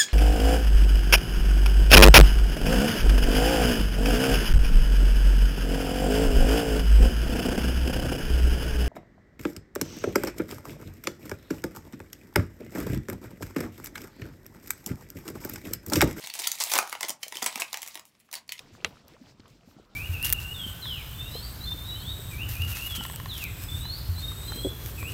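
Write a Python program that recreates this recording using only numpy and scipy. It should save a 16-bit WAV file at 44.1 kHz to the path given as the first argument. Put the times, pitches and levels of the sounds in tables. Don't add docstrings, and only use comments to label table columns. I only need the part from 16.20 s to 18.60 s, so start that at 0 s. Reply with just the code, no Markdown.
import sys
import numpy as np
from scipy import signal
from scipy.fft import rfft, irfft, next_fast_len
from scipy.io import wavfile

SR = 44100
rng = np.random.default_rng(int(sys.argv[2]) if len(sys.argv) > 2 else 0)


def file_out(sig):
    cols = np.atleast_2d(sig).T
    lim = np.clip(cols, -1, 1)
    pcm = np.round(lim * 32767).astype(np.int16)
    wavfile.write(sys.argv[1], SR, pcm)


def level_to_linear(level):
    exponent = np.asarray(level, float) / 20
    return 10 ** exponent


N = 105840

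# t/s, peak level/dB, pouch thump over it level/dB,
# bright facets over it level/dB
CREASE_SNAPS = [(0.0395, -21, -16, -15), (0.0619, -22, -64, -12), (0.0721, -18, -25, -11),
                (0.0996, -16, -27.5, -15), (0.1385, -18, -24, -4), (0.1533, -21.5, -16.5, -6.5),
                (0.2195, -28.5, -15, 4), (0.2709, -4, -28.5, -18), (0.2733, -19, -31.5, 6),
                (0.3169, -14.5, -35, 0), (0.3872, -26, -55.5, -3), (0.402, -16, -18.5, -1),
                (0.438, -20, -50, 6), (0.518, -16, -13, -1), (0.5369, -3, -19, -7.5),
                (0.5487, -14.5, -8.5, -10), (0.554, -2.5, -21.5, -13), (0.5682, -14.5, -14.5, -23),
                (0.5783, -15.5, -8.5, -2), (0.5877, -4, -11, -5.5), (0.6277, -17, -11.5, -13.5),
                (0.6746, -31, -6, -2.5), (0.6956, -30, -8.5, 0.5),
                (0.7205, -31.5, -6, -4), (0.7271, -14.5, -11.5, -9), (0.7519, -16.5, -16.5, -40),
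              (0.8084, -14.5, -16.5, -4.5), (0.8304, -7.5, -22, -9), (0.8404, -20, -9.5, -17),
              (0.849, -15, -26, -19), (0.8943, -16.5, -18, -1.5), (0.904, -16.5, -19.5, -1.5),
              (1.031, -13.5, -30, -13.5), (1.0344, -10.5, -30, -13), (1.0816, -32.5, -28, 3.5),
              (1.1237, -16, -17.5, -16), (1.1552, -15.5, -27, -14.5), (1.1698, -16, -25.5, -7.5),
              (1.2226, -12.5, -12, -14.5), (1.2266, -9.5, -23, -9.5), (1.2305, -16, -34, -5),
              (1.243, -17.5, -16, -4.5), (1.2619, -8, -18.5, -4.5), (1.2655, -15.5, -10.5, -34),
              (1.2825, -16, -22, -28), (1.3266, -21.5, -17.5, -8.5), (1.3573, -8.5, -21.5, -12.5),
              (1.3767, -21, -14, -7), (1.4203, -7.5, -16, -13),
                (1.5302, -12.5, -22, -8.5), (1.5424, -6, -25, -21), (1.5724, -19.5, -19.5, -2.5),
                (1.6192, -25, -49, 0.5), (1.6298, -17.5, -23, -8.5), (1.663, -34.5, -11.5, 2),
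                (1.6759, -33.5, -19, 7), (1.6835, -32, -14.5, -1), (1.7446, -28.5, -27, -2),
                (1.7547, -17, -24, -10), (1.7745, -21, -19.5, -12.5), (1.795, -25.5, -19.5, -9.5),
                (1.853, -47.5, -10, 5), (1.951, -42, -17.5, -24), (2.0009, -57.5, -31, 4),
                (2.0894, -45, -9, -27), (2.1141, -35, -19, -3), (2.1283, -21.5, -29, -3),
                (2.136, -19.5, -20.5, -14), (2.1405, -15, -34, -6), (2.1532, -21.5, -30, 0.5),
                (2.279, -46.5, -10, 2.5), (2.2926, -15.5, -27.5, -15.5), (2.3214, -11, -36.5, -12.5),
                (2.38, -26, -39, -34), (2.3924, -18.5, -29, -21)]
# t/s, pitch f/Hz, peak level/dB
RINGING_FACETS = [(0.102, 4480.0, -22), (0.196, 980.0, -34), (0.238, 3270.0, -26.0), (0.2569, 920.0, -35),
                  (0.2729, 7750.0, -24), (0.2735, 1380.0, -31), (0.2736, 4650.0, -14),
                  (0.3163, 7060.0, -15.5), (0.3168, 4650.0, -17.5), (0.4026, 8440.0, -21),
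                  (0.4101, 1030.0, -23.5), (0.4118, 3450.0, -19), (0.419, 6370.0, -26.0),
                  (0.438, 10850.0, -21), (0.439, 8270.0, -19), (0.467, 700, -35.5), (0.5373, 7240.0, -14),
                  (0.5378, 3450.0, -16), (0.538, 5680.0, -17.0), (0.5478, 6720.0, -23.0),
                  (0.555, 920.0, -22), (0.5647, 690.0, -21), (0.5787, 9300.0, -14), (0.5807, 10850.0, -23),
                  (0.5877, 2410.0, -11), (0.5877, 9130.0, -13), (0.595, 4480.0, -25.0),
                  (0.8087, 980.0, -27.5), (0.8087, 6030.0, -25), (0.8293, 8100.0, -17),
                  (0.832, 1490.0, -31), (0.8316, 2070.0, -19), (0.894, 8270.0, -19), (1.022, 5500, -44),
                  (1.0307, 3100.0, -20.5), (1.146, 3500, -31), (1.1495, 8500, -30), (1.1702, 3100.0, -21),
                  (1.185, 1000, -35.5), (1.209, 3000, -38), (1.2272, 8960.0, -27.0), (1.2631, 8100.0, -10),
                  (1.2791, 920.0, -31), (1.3759, 800.0, -31.5), (1.3957, 980.0, -32.0),
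                  (1.3963, 1670.0, -28.5), (1.3993, 6890.0, -24.5), (1.4188, 1030.0, -22.5),
                  (1.4199, 2580.0, -14.5), (1.53, 4820.0, -26.0), (1.5316, 980.0, -31.0),
                  (1.7557, 980.0, -34.5), (1.993, 11000, -52), (2.1316, 920.0, -36.5), (2.154, 4480.0, -24),
                  (2.187, 4500, -44), (2.292, 4480.0, -22), (2.301, 4200, -40), (2.3209, 3100.0, -26.5)]
# t/s, length t/s, level/dB, pouch over
# it level/dB, centre of the band f/Hz
SEAM_RIPS = [(0.188, 0.024, -32, -14, 8100), (0.237, 0.026, -33.5, -38, 3600),
             (0.404, 0.032, -28, -10.5, 5700), (0.35, 0.0094, -40.5, -32.5, 7400),
             (0.496, 0.016, -31, -31, 13000), (.514, 0.023, -28, -8.5, 7400), (0.553, 0.02, -26.5, 1, 2700),
             (0.578, 0.01, -26.5, -8, 14000), (0.882, 0.01, -31, -11, 11400),
             (1.2635, 0.023, -36.5, -15, 5800), (1.3975, 0.019, -30, -11, 7700),
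             (2.156, 0.038, -46.5, -4.5, 3000), (1.998, 0.018, -59.5, -27, 13000),
             (1.853, 0.053, -63.5, -21, 12000), (2.045, .025, -70.5, -15, 12000),
             (.042, 0.013, -42, -11, 4000), (.142, .03, -40.5, -19, 7500), (.445, 0.057, -39.5, -16, 12000),
             (2.325, 0.011, -44.5, -28, 6100)]
# t/s, level/dB
HAND_EFFORT = [(0, -49), (.13, -57.5), (.2, -41.5), (.36, -48), (.47, -44), (.7, -51.5), (.78, -59.5),
               (0.868, -50.5), (.97, -86), (1.031, -53), (1.1, -62), (1.16, -49), (1.44, -51.5),
               (1.51, -58), (1.72, -53), (1.84, -76), (2.27, -79.5), (2.4, -55.5)]
# t/s, pitch f/Hz, peak level/dB
CARD_BUMPS = [(0.199, 372, -46.5), (0.554, 322, -42), (0.585, 218, -43.5), (0.842, 350, -42),
              (0.897, 280, -43), (1.065, 590, -42.5), (1.155, 336, -46.5), (1.223, 248, -37.5),
              (1.261, 237, -47), (1.358, 238, -42), (1.3585, 3100, -28.5), (0.035, 160, -54),
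              (0.586, 404, -40), (1.226, 370, -39), (1.755, 317, -52.5)]
# f/Hz, level/dB
FOIL_TONE = [(760, -30.5), (1300, -30.5), (1930, -1), (3890, 1.5), (7050, -2), (12600, -6), (15600, -9.5),
             (16500, -22.5)]
# f/Hz, level/dB
POUCH_TONE = [(150, -35.5), (300, -12.5), (480, -8), (650, -1.5), (950, 1), (1500, -6), (2300, -3.5),
              (3300, -24.5)]
# f/Hz, level/dB
SHEET_TONE = [(300, -50), (1500, -14), (1900, 0)]
# f/Hz, level/dB
LOW_CUT_TONE = [(70, -20), (170, 0)]
# f/Hz, t/s
ROOM_FADE = [(250, 0.14), (1000, 0.29), (3000, 0.15), (8000, 0.14), (15000, 0.099)]
# f/Hz, level/dB
AIR_TONE = [(30, -23), (60, -1), (220, 2), (500, -8.5), (1200, -14.5), (2500, -12), (15000, -39.5)]
# f/Hz, level/dB
MIC_TONE = [(15700, 0), (16300, -20), (17000, -50)]

DULL_HZ, SPLIT_HZ, TOP_HZ = 1900, 6000, 16000
LEAD_S = 0.005


def unit(x):
    return x / np.sqrt(np.mean(x ** 2) + 1e-20)


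def along(points, hz):
    f, value = np.transpose(points)
    return np.interp(np.log(hz + 1), np.log(f + 1), value)


def coloured(x, points):
    m = 2 * next_fast_len(N)
    gain = level_to_linear(along(points, np.fft.rfftfreq(m, 1 / SR))) + 1e-4
    cepstrum = irfft(np.log(gain), m)
    cepstrum[1:m // 2] *= 2
    cepstrum[m // 2 + 1:] = 0
    response = np.exp(rfft(cepstrum))
    return irfft(rfft(x, m) * response, m)[:N]


def place(times, shapes):
    start = np.round(np.asarray(times) * SR).astype(int)[:, None]
    at = start + np.arange(shapes.shape[1])
    return np.bincount(at.ravel(), shapes.ravel(), N + SR)[:N]


def facets(rows, lo_hz, hi_hz, spread_db, count):
    ring_s, ring_cycles = 0.0012, 7
    rise_s, fall_s = 0.0004, 0.0012
    creep_s, creep_db = 0.002, -17
    t = np.arange(512) / SR
    u = rng.random((rows, 2, count, 1))
    hz = lo_hz + (hi_hz - lo_hz) * (np.arange(count)[:, None] + u[:, 0]) / count
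    t60 = ring_s + ring_cycles / hz
    level_db = along(FOIL_TONE, hz) + spread_db * u[:, 1] - 60 * t / t60
    ring = np.sum(level_to_linear(level_db) * np.sin(2 * np.pi * hz * t), 1)
    late = t - LEAD_S - rise_s
    before = np.exp(late / rise_s) + level_to_linear(creep_db) * np.exp(late / creep_s)
    shape = np.where(late < 0, before, np.exp(-late / fall_s))
    grit = rng.standard_normal((rows, len(t)))
    jerk = grit * np.abs(grit) * shape
    out = signal.fftconvolve(ring, jerk, axes=1)
    return out / np.abs(out).max(1, keepdims=True)


def snaps():
    dull_db, bright_db, thump_db = -9, 5.5, 8
    thump_s = 0.02
    s, db, low_db, high_db = np.transpose(CREASE_SNAPS)
    dull = facets(len(s), DULL_HZ, SPLIT_HZ, spread_db=7, count=8)
    dull *= level_to_linear(db + dull_db)[:, None]
    bright = facets(len(s), SPLIT_HZ, TOP_HZ, spread_db=7, count=14)
    bright *= level_to_linear(db + high_db + bright_db)[:, None]
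    foil = coloured(place(s - LEAD_S, dull + bright), SHEET_TONE)
    t = np.arange(1024) / SR
    push = rng.standard_normal((len(s), len(t))) * level_to_linear(-60 * t / thump_s)
    push *= level_to_linear(db + low_db + thump_db)[:, None] / np.linalg.norm(push, axis=1, keepdims=True)
    click_peak = np.abs(coloured(np.arange(N) == 0, POUCH_TONE)).max()
    return foil + coloured(place(s, push), POUCH_TONE) / click_peak


def pings():
    ring_s, ring_cycles, rise_s = 0.0065, 14.3, 0.0005
    s, hz, db = np.transpose(RINGING_FACETS)[:, :, None]
    t = np.arange(1024) / SR
    fade = level_to_linear(db - 60 * t / (ring_s + ring_cycles / hz))
    fade *= 1 - np.exp(-t / rise_s)
    return place(s[:, 0], fade * np.sin(2 * np.pi * hz * t))


def crackle(per_s, size_db):
    u = rng.random((12000, 4))
    s = np.cumsum(-np.log(u[:, 0])) / per_s
    inside = s < N / SR
    u, s = u[inside], s[inside]
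    t = np.arange(96) / SR
    hz = DULL_HZ + (TOP_HZ - DULL_HZ) * u[:, 2:3]
    size = level_to_linear(np.minimum(-size_db * np.log(u[:, 1:2]), 13))
    t60 = 0.00082 + 5 / hz
    grains = size * level_to_linear(along(FOIL_TONE, hz) - 60 * t / t60) * np.sin(2 * np.pi * hz * t)
    taps = place(s, size * np.sign(u[:, 3:] - 0.5))
    foil = unit(coloured(place(s, grains), SHEET_TONE))
    return foil, unit(coloured(taps, POUCH_TONE))


def rips():
    rise_s, fade_to = 0.0023, 0.58
    wide, skirt_db, held_db = 2.55, -6, -6
    t = np.arange(N) / SR
    foil, pouch = crackle(per_s=4000, size_db=1.5)
    foil = coloured(foil, [(DULL_HZ, 0), (TOP_HZ, 5.5)])
    held = facets(len(SEAM_RIPS), DULL_HZ, TOP_HZ, spread_db=7, count=24)
    out = np.zeros(N)
    for (s, length, db, low_db, hz), ring in zip(SEAM_RIPS, held):
        times = [s, s + rise_s, s + 0.77 * length, s + length]
        shape = level_to_linear(db) * np.interp(t, times, [0, 1, fade_to, 0])
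        band = coloured(foil, [(hz / wide, 1.47 * skirt_db), (hz, 0), (hz * wide, skirt_db)])
        ringing = unit(signal.fftconvolve(band, ring)[:N])
        out += shape * (unit(band) + level_to_linear(held_db) * ringing + level_to_linear(low_db) * pouch)
    return out


def handling():
    pouch_db, slide_db = -9, -3
    s, db = np.transpose(HAND_EFFORT)
    effort = level_to_linear(np.interp(np.arange(N) / SR, s, db))
    foil, pouch = crackle(per_s=900, size_db=8.5)
    slide = unit(coloured(rng.standard_normal(N), FOIL_TONE))
    return effort * (foil + level_to_linear(pouch_db) * pouch + level_to_linear(slide_db) * slide)


def bumps():
    fade_cycles = 5.7
    s, hz, db = np.transpose(CARD_BUMPS)[:, :, None]
    t = np.arange(4096) / SR
    fade = level_to_linear(db - 60 * t * hz / fade_cycles)
    soft_start = (1 - np.exp(-t * hz)) ** 2
    return place(s[:, 0], 10 * fade * soft_start * np.sin(2 * np.pi * hz * t))


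def room(x, count=24):
    delay = round(0.002 * SR)
    out = np.zeros(N + 2 * SR)
    step = -(-N // count)
    for k in range(count):
        hz, t, z = signal.stft(rng.standard_normal(SR // 2), SR, nperseg=128)
        fade = level_to_linear(-60 * t / along(ROOM_FADE, hz)[:, None])
        tail = signal.istft(z * fade, SR, nperseg=128)[1]
        piece = x[k * step:][:step]
        wet = signal.fftconvolve(piece, tail / np.linalg.norm(tail))
        out[k * step + delay:][:len(wet)] += wet
    return out[:N]


def room_air():
    return level_to_linear(-69.5) * unit(coloured(rng.standard_normal(N), AIR_TONE))


def scene():
    room_db = -7
    foil = snaps() + pings() + rips() + handling() + bumps()
    foil = coloured(foil, LOW_CUT_TONE)
    return (foil + level_to_linear(room_db) * room(foil) + room_air())[None]


def band_limit(x):
    return signal.sosfilt(signal.butter(12, 16980, fs=SR, output="sos"), x)


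def record(dry):
    mix = coloured(dry[0], MIC_TONE)[None]
    return band_limit(mix)


dry = scene()
out = record(dry)
file_out(out)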